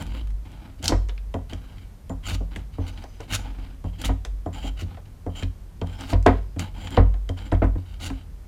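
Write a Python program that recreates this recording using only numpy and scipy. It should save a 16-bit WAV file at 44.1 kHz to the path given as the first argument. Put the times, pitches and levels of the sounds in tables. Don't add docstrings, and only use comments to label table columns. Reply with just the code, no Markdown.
import sys
import numpy as np
from scipy import signal
from scipy.fft import rfft, irfft, next_fast_len
from scipy.io import wavfile
from scipy.ndimage import uniform_filter1d

SR = 44100
rng = np.random.default_rng(int(sys.argv[2]) if len(sys.argv) > 2 else 0)


def pcm_store(signal):
    levels = np.round(np.clip(np.atleast_2d(signal), -1, 1) * 32767)
    wavfile.write(sys.argv[1], SR, levels.astype(np.int16).T)


def makeup_ratio(level_db):
    decades = np.asarray(level_db, float) / 20
    return 10 ** decades


N = 373527
TIME = np.arange(N) / SR
FIRM_DB = -44.5


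def unit(x):
    return x / np.sqrt(np.mean(x ** 2))


def colour(x, table):
    hz, db = np.transpose(table)
    size = next_fast_len(len(x))
    f = np.arange(size // 2 + 1) * SR / size + 1
    gain = makeup_ratio(np.interp(np.log(f), np.log(hz), db))
    return irfft(rfft(x, size) * gain, size)[:len(x)]


def band(x, lo_hz, hi_hz):
    edges = [lo_hz, min(hi_hz, .45 * SR)]
    return signal.sosfilt(signal.butter(2, edges, "bandpass", fs=SR, output="sos"), x)


def ring(force, hz, t60):
    r, w = 1000 ** (-1 / (t60 * SR)), 2 * np.pi * hz / SR
    return signal.lfilter([0, r * np.sin(w)], [1, -2 * r * np.cos(w), r * r], force)


def body(force, modes):
    return sum((-1) ** k * makeup_ratio(db) * ring(force, hz, t60) for k, (hz, db, t60) in enumerate(modes))


def driven(force, gain, modes):
    rung = sum(makeup_ratio(db) * ring(force * gain * makeup_ratio(2.5 * walk(18)), hz, t60) for hz, db, t60 in modes)
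    return rung / np.std(body(force, modes))


def add(track, s, piece):
    i = int(s * SR)
    track[i:i + len(piece)] += piece[:N - i]


def walk(rate):
    k = int(SR / rate)
    held = np.repeat(rng.standard_normal(N // k + 1), k)
    return 1.115 * uniform_filter1d(held, k)[:N]


# (frequency [Hz], level [dB per Hz])
TEAR = [(600, -5), (1500, -5), (3000, 9.5), (4500, 8), (7000, -2.5), (13000, -11.5), (16000, -11)]
# (frequency [Hz], level [dB], t60 [s])
WOOD = [(441, -13, .07), (515, -7, .11), (625, -12, .07), (680, -12, .07), (780, -12, .06), (870, -13, .06),
        (960, -12, .07), (1060, -13, .06), (1250, -15, .05), (1480, -17, .05)]
# (frequency [Hz], level [dB], t60 [s])
VICE = [(168.4, -9, 0.3), (224, -7, 0.2), (267.9, 0.5, .13), (326, 0, 0.044)]
# (frequency [Hz], level [dB], t60 [s])
STEEL = [(3155, -2.5, 0.019), (7205, -14, 0.01)]
# (frequency [Hz], level [dB], t60 [s])
SHAVING = [(1520, -6, .009), (2300, -3, .007), (3000, 0, .007), (3900, -6, .007), (4700, -9, .007)]
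# (frequency [Hz], level [dB], t60 [s])
HELD = [(290, -1, 0.02), (861, -1, 0.015), (1350, -2.5, 0.0053), (2155, -17, 0.0098)]


def strokes():
    tear_db, bright_db, wood_db, steel_db = pressure()
    touch = uniform_filter1d(makeup_ratio(tear_db + 1.5 * walk(40)), size=int(0.018 * SR))
    breaks = rng.random(N) < 7000 / SR
    fibres = breaks * rng.standard_normal(N) * makeup_ratio(1.5 * rng.exponential(size=N))
    fibres = unit(fibres) * makeup_ratio(2.6 * np.clip(walk(110), -1.5, 1.5))

    torn = colour(fibres, TEAR)
    rasp = unit(band(torn, 1330, 9000))
    bright = unit(band(torn, 5550, 12200))
    deep = unit(band(torn, 270, 2100))
    rasp_db = -1.5 + 0.37 * (tear_db - FIRM_DB)
    hiss = makeup_ratio(rasp_db) * rasp + makeup_ratio(bright_db - 17) * bright + makeup_ratio(wood_db - 15) * deep

    rings = [(SHAVING, -6), (WOOD + VICE, wood_db - 9), (HELD, wood_db - 9.5)]
    rings += [(STEEL[:1], steel_db - 7), (STEEL[1:], steel_db + bright_db - 11)]
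    return touch * hiss + sum(driven(fibres, touch * makeup_ratio(db), modes) for modes, db in rings)


# (start [s], end [s], first tearing level [dB], last tearing level [dB], wood share [dB])
BITES = [(0.0, .06, -44, -56, 10.5), (.826, .84, -37, -53.5, 3), (2.23, 2.274, -57, -37.5, -28),
         (3.845, 3.892, -56, -58, -7), (3.93, 3.97, -58, -64, 5), (3.985, 4.026, -48, -48, 5),
         (4.53, 4.69, -53, -44.5, 3.5), (5.3, 5.36, -59, -53, -4), (5.36, 5.43, -40, -55, 1.5),
         (5.86, 6.0, -54.5, -55, 9.5), (6.74, 6.88, -58.5, -43, 7), (6.88, 6.96, -54.5, -46.5, 13),
         (7.37, 7.5, -52, -57, 9)]
RIPS = [(.785, .812, -51, -60, -10), (.841, .9, -32, -39.5, 2), (2.274, 2.35, -38.5, -40, -3),
        (2.51, 2.6, -58, -59, 11.5), (2.865, 2.883, -56, -39, -2.5), (2.925, 3.031, -61.5, -51, 7),
        (3.2, 3.24, -50, -49, 1.5), (3.285, 3.325, -46, -39.5, 0.5), (3.326, 3.356, -30.5, -31, -8),
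        (4.045, 4.076, -33.5, -36.5, 0.5), (4.76, 4.816, -60, -38, -14), (6.0, 6.125, -49.5, -39, 3.5),
        (6.592, 6.68, -36.5, -55.5, 4), (8.0, 8.072, -43.5, -35.5, -0.5), (8.085, 8.242, -51.5, -64, 1)]
RUBS = [(.06, .192, -53, -50.5, 7.5), (.45, .685, -70, -70, 20), (1.49, 1.56, -51, -55, 3),
        (1.56, 1.86, -59, -60, 3), (2.73, 2.8, -51, -68, -5), (2.8, 2.86, -63, -62.5, 14.5),
        (3.05, 3.19, -59.5, -67, 1), (3.37, 3.5, -51.5, -56, 14), (3.59, 3.68, -57, -61, 12),
        (4.86, 4.92, -60.5, -66, 14.5), (5.055, 5.075, -56, -66, 2), (6.3, 6.39, -50, -69.5, 11),
        (7.78, 7.815, -54, -60.5, -11), (7.86, 7.945, -55, -53.5, -7)]


def pressure():
    let_go_db = 33
    tear, wood, bright, steel = np.full((4, N), -90.)
    # (strokes, brightness [dB], steel share [dB], release [dB per s])
    kinds = [(BITES, 0, 3.3, 1200), (RIPS, 4.5, -16.5, 630), (RUBS, 5, -11, 270)]
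    for rows, kind_bright_db, steel_db, release in kinds:
        for start, stop, first_db, last_db, wood_db in rows:
            end = stop + let_go_db / release
            db = np.interp(TIME, [start, stop, end], [first_db, last_db, last_db - let_go_db])
            on = (TIME >= start) & (TIME < end) & (db > tear)
            tear[on], steel[on] = db[on], steel_db
            wood[on] = wood_db + 0.361 * (max(first_db, last_db) - db[on])
            bright[on] = kind_bright_db + 0.93 * (db[on] - FIRM_DB)
    return tear, bright, wood, steel


def contact_push(noise, contact):
    t = TIME[:9000]
    settle = 0.0034
    rattle = makeup_ratio(-21) * noise * t / settle * np.exp(-t / settle)
    bump = np.maximum(1 - (2 * t / contact - 1) ** 2, 0)
    softened = np.convolve(rattle, bump[:90])[:9000] / np.sqrt(np.sum(bump ** 2) * np.sum(bump))
    push = softened + bump / np.sum(bump)
    bounce_s = .021 * (1 + 0.31 * np.tanh(noise[0]))
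    push += makeup_ratio(-8) * np.roll(push, int(SR * bounce_s))
    return push, bump


def shake(bands, noise):
    t = TIME[:len(noise)]
    return sum(makeup_ratio(db) * unit(band(noise, lo, hi)) * 1000 ** (-t / t60) for lo, hi, db, t60 in bands)


# (time [s], stick level [dB], shove into the bench [dB], crack level [dB])
SET_ONS = [(1.341, -18, -32.5, -15.5), (2.097, -23.5, -35, -42), (2.783, -28.5, -28.5, -28),
           (3.841, -28, -31.5, -31), (4.46, -22.5, -35, -46), (5.263, -24, -32, -36),
           (5.815, -22.5, -30, -15), (6.562, -32.5, -32.5, -8), (7.292, -27, -28.5, -29)]
DROPS = [(.894, -21.5, -54, -20), (.92, -15, -19.5, -25), (4.091, -22, -20.5, -26), (6.127, -18, -13, -22),
         (6.261, -0.5, -13.5, -19), (6.973, -8, -8.5, -51), (7.52, -17, -14.5, -8.5),
         (7.619, -14, -17, -52), (7.641, -24.5, -43, -9), (7.755, -36.5, -26, -11), (8.101, -31, -29.5, 2)]
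JOLTS = [(.796, -49, -48, -22), (1.525, -32.5, -34, -5), (2.306, -32.5, -28.5, 7.5), (2.405, -30, -45, -29),
         (2.56, -32.5, -36, 9), (4.64, -28.5, -45, -20), (4.818, -35.5, -30, -13), (5.425, -30, -26, 3.5)]
TAPS = [(1.089, -36.5, -59, -4), (3.038, -34.5, -65, -11), (3.201, -33.5, -53, -15), (4.25, -37.5, -26, -2),
        (4.971, -38, -55, -23), (7.141, -39, -51, -14)]
# (low edge [Hz], high edge [Hz], level [dB], t60 [s])
SHAKE = [(356, 818, -7, 0.15), (875, 1000, -29.5, 0.23), (1600, 2020, -19, 0.13)]
# (low edge [Hz], high edge [Hz], level [dB], t60 [s])
CRACK = [(1400, 2900, -1.5, 0.04), (2520, 8100, -19, 0.097)]
# (frequency [Hz], t60 [s])
BENCH = [(48.5, 0.7), (89, 0.35)]


def knocks():
    stick, vice, boards, sway, top = np.zeros((5, N))
    rise = 1 - np.exp(-TIME[:9000] / 0.0011)
    soft = np.hanning(300) / 150
    # (knocks, bench top over sway [dB], vice [dB], contact [s])
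    kinds = [(SET_ONS, 5.4, -0.9, 0.0011), (DROPS, -1.8, 1.7, 0.00026),
             (JOLTS, 3.18, -1, 0.0014), (TAPS, -30, -21, 0.00014)]
    for rows, top_db, jaw_db, contact in kinds:
        for (s, db, sway_db, crack_db), noise in zip(rows, rng.standard_normal((len(rows), 9000))):
            push, bump = contact_push(noise, contact)
            add(stick, s - .001, makeup_ratio(db - 5.0) * push)
            vice_db = db + jaw_db - 0.5 * (db + 27.5) - 1.5
            add(vice, s, makeup_ratio(vice_db) * push)
            rattle = np.convolve(shake(SHAKE, noise), bump[:90:2] / np.sum(bump[::2]))[:9000]
            crack = makeup_ratio(crack_db - 5.5) * shake(CRACK, noise)
            add(boards, s, makeup_ratio(db) * (rise * rattle + crack))
            add(sway, s + 0.005, makeup_ratio(sway_db + 2.5) * soft)
            add(top, s + 0.0034, makeup_ratio(sway_db + top_db + 5.5) * soft)
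    blows = body(stick, WOOD) + body(vice, VICE) + boards
    bench = ring(sway, *BENCH[0]) + ring(top, *BENCH[1])
    return blows, bench


# (time [s], level [dB], brightness [dB])
GRIT = [(.0226, -38, -1), (.0664, -39, -6), (.2722, -44, -8), (.3044, -48, -4), (.5175, -51, 0),
        (.8273, -35.5, 2), (1.4968, -38, -10), (4.0158, -31, 0), (5.8705, -41.5, -6),
        (6.2635, -14.5, -13.5), (6.9057, -38.5, -1.5)]
TOUCHES = [(1.3411, -38, -8), (2.0951, -46.5, 2), (3.8405, -54, -1), (4.4599, -50, -4), (5.2635, -55, 2),
           (5.8148, -34, -38), (7.2911, -30.5, -9)]
SNAPS = [(.8414, -43, 21), (.8565, -25.5, 11.5), (.8797, -24, 19.5), (1.5331, -30.5, -3),
         (1.7821, -44, -32), (2.9757, -39, -23), (3.0394, -44, 6.5), (3.3345, -21.5, -34),
         (4.0477, -28, -32), (5.432, -29, -39), (6.0084, -33, 2), (6.872, -29.5, -29), (7.549, -39, -22)]
CHIPS = [(1.0868, -39, 1), (1.094, -29, -14.5), (1.1781, -35.5, -19), (2.552, -43, -9), (2.5635, -58, 7),
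         (3.2045, -36.5, 1), (3.35, -42, -6), (4.2494, -26.5, -1.3), (4.97, -44.5, -15), (6.133, -23, -37),
         (6.2265, -43, 3), (6.594, -24, 0), (6.9686, -21, -14), (7.1404, -39, -11), (7.3888, -32.5, -16),
         (7.517, -28.5, -22)]
# (frequency [Hz], level [dB], t60 [s])
EDGE = [(7170, -16, 0.12)]


def ticks():
    snaps, force, edge = np.zeros((3, N))
    t = TIME[:1800]
    fade = (1 - np.exp(-t / .0005)) * (np.exp(-t / .0012) + makeup_ratio(-17) * np.exp(-t / .012))
    # (ticks, steel ring [dB], centre of the bright part [Hz])
    kinds = [(GRIT, -4.5, 7250), (TOUCHES, 3.05, 6600), (SNAPS, -0.75, 4180), (CHIPS, -31, 4800)]
    for rows, steel_db, hz in kinds:
        for (s, db, bright_db), noise in zip(rows, rng.standard_normal((len(rows), 1800))):
            burst = noise * fade
            low = band(band(burst, 1010, 4540), 1010, 4540)
            high = band(burst, hz / 1.29, hz * 1.55)
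            snap = low / np.max(np.abs(low)) + makeup_ratio(bright_db) * high / np.max(np.abs(high))
            add(snaps, s, makeup_ratio(db) * snap)
            add(force, s, makeup_ratio(db + steel_db) * np.ones(1))
            if rows is TOUCHES:
                add(edge, s, makeup_ratio(db + bright_db) * noise[:40] / 3)
    return snaps + body(force, STEEL) + body(edge, EDGE)


# (start [s], end [s], frequency [Hz], level [dB])
SLIDES = [(2.8, 3.18, 6080, -72), (2.9, 3.19, 4950, -74), (6.36, 6.55, 5000, -75), (5.95, 6.09, 5200, -64)]


def slides():
    rub = rng.standard_normal(N) * makeup_ratio(2.0 * walk(50))
    out = 0
    for start, end, hz, db in SLIDES:
        contact = uniform_filter1d(1. * (TIME > start) * (TIME < end), size=1500)
        out = out + makeup_ratio(db) * unit(ring(rub, hz, 0.015)) * contact
    return out


# (time [s], level [dB])
LEAN = [(0.0, -35), (.27, -30.5), (.7, -50), (.97, -31), (1.3, -39), (2.06, -49), (2.41, -31), (2.93, -50),
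        (3.54, -34), (3.91, -51), (4.12, -19.5), (4.47, -41.5), (4.71, -31.5), (5.25, -68), (5.5, -37),
        (5.82, -54), (7.199, -37.5), (8.47, -42)]


def lean():
    arm_s, arm_db = np.transpose(LEAN)
    sway_gain = makeup_ratio(np.interp(TIME, arm_s, arm_db))
    press = uniform_filter1d(makeup_ratio(pressure()[0] - FIRM_DB), size=int(0.03 * SR))
    top_gain = makeup_ratio(-40) * (press + 0.051) ** .5
    out = 0
    for (hz, _), gain in zip(BENCH, [sway_gain, top_gain]):
        phase = 2 * np.pi * np.cumsum(hz * (1 + .07 * walk(14))) / SR
        tremble = makeup_ratio(3 + 2.5 * uniform_filter1d(walk(16), size=900))
        out = out + gain * tremble * np.sin(phase)
    return out


# (frequency [Hz], t60 [s])
ROOM_T60 = [(100, 0.48), (500, 0.27), (2000, 0.35), (6000, 0.3), (16000, 0.22)]


def room(x):
    t, tail = TIME[:int(.7 * SR)], 0
    hz, t60 = np.transpose(ROOM_T60)
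    for f in 90 * 2. ** np.arange(8):
        decay = 1000 ** (-t / np.interp(np.log(f), np.log(hz), t60))
        tail = tail + band(rng.standard_normal(len(t)), f / np.sqrt(2), f * np.sqrt(2)) * decay
    tail *= np.clip((t - .004) / 0.0009, 0, 1)
    return signal.fftconvolve(x, makeup_ratio(-16.5) * tail / np.sqrt(np.sum(tail ** 2)))[:N]


# (frequency [Hz], level [dB per Hz])
AIR = [(15, -63), (25, 11.5), (70, -2), (141, -12.5), (330, -25.5), (2800, -43), (14800, -49.5),
       (16000, -74.5)]


def air():
    hush = colour(rng.standard_normal(N), AIR)
    return hush * makeup_ratio(-49.5) / np.std(band(hush, 94, 14000))


def scene():
    blows, bench = knocks()
    work = strokes() + slides() + blows + ticks()
    return (work + room(work) + bench + lean() + air())[None]


def low_pass(x):
    return signal.sosfilt(signal.butter(12, 16510, fs=SR, output="sos"), x)


def record(dry):
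    dry = signal.sosfilt(signal.butter(3, 36, "highpass", fs=SR, output="sos"), dry)
    mix = np.tanh(dry * 1.189) / 1.027
    return low_pass(mix)


dry = scene()
out = record(dry)
pcm_store(out)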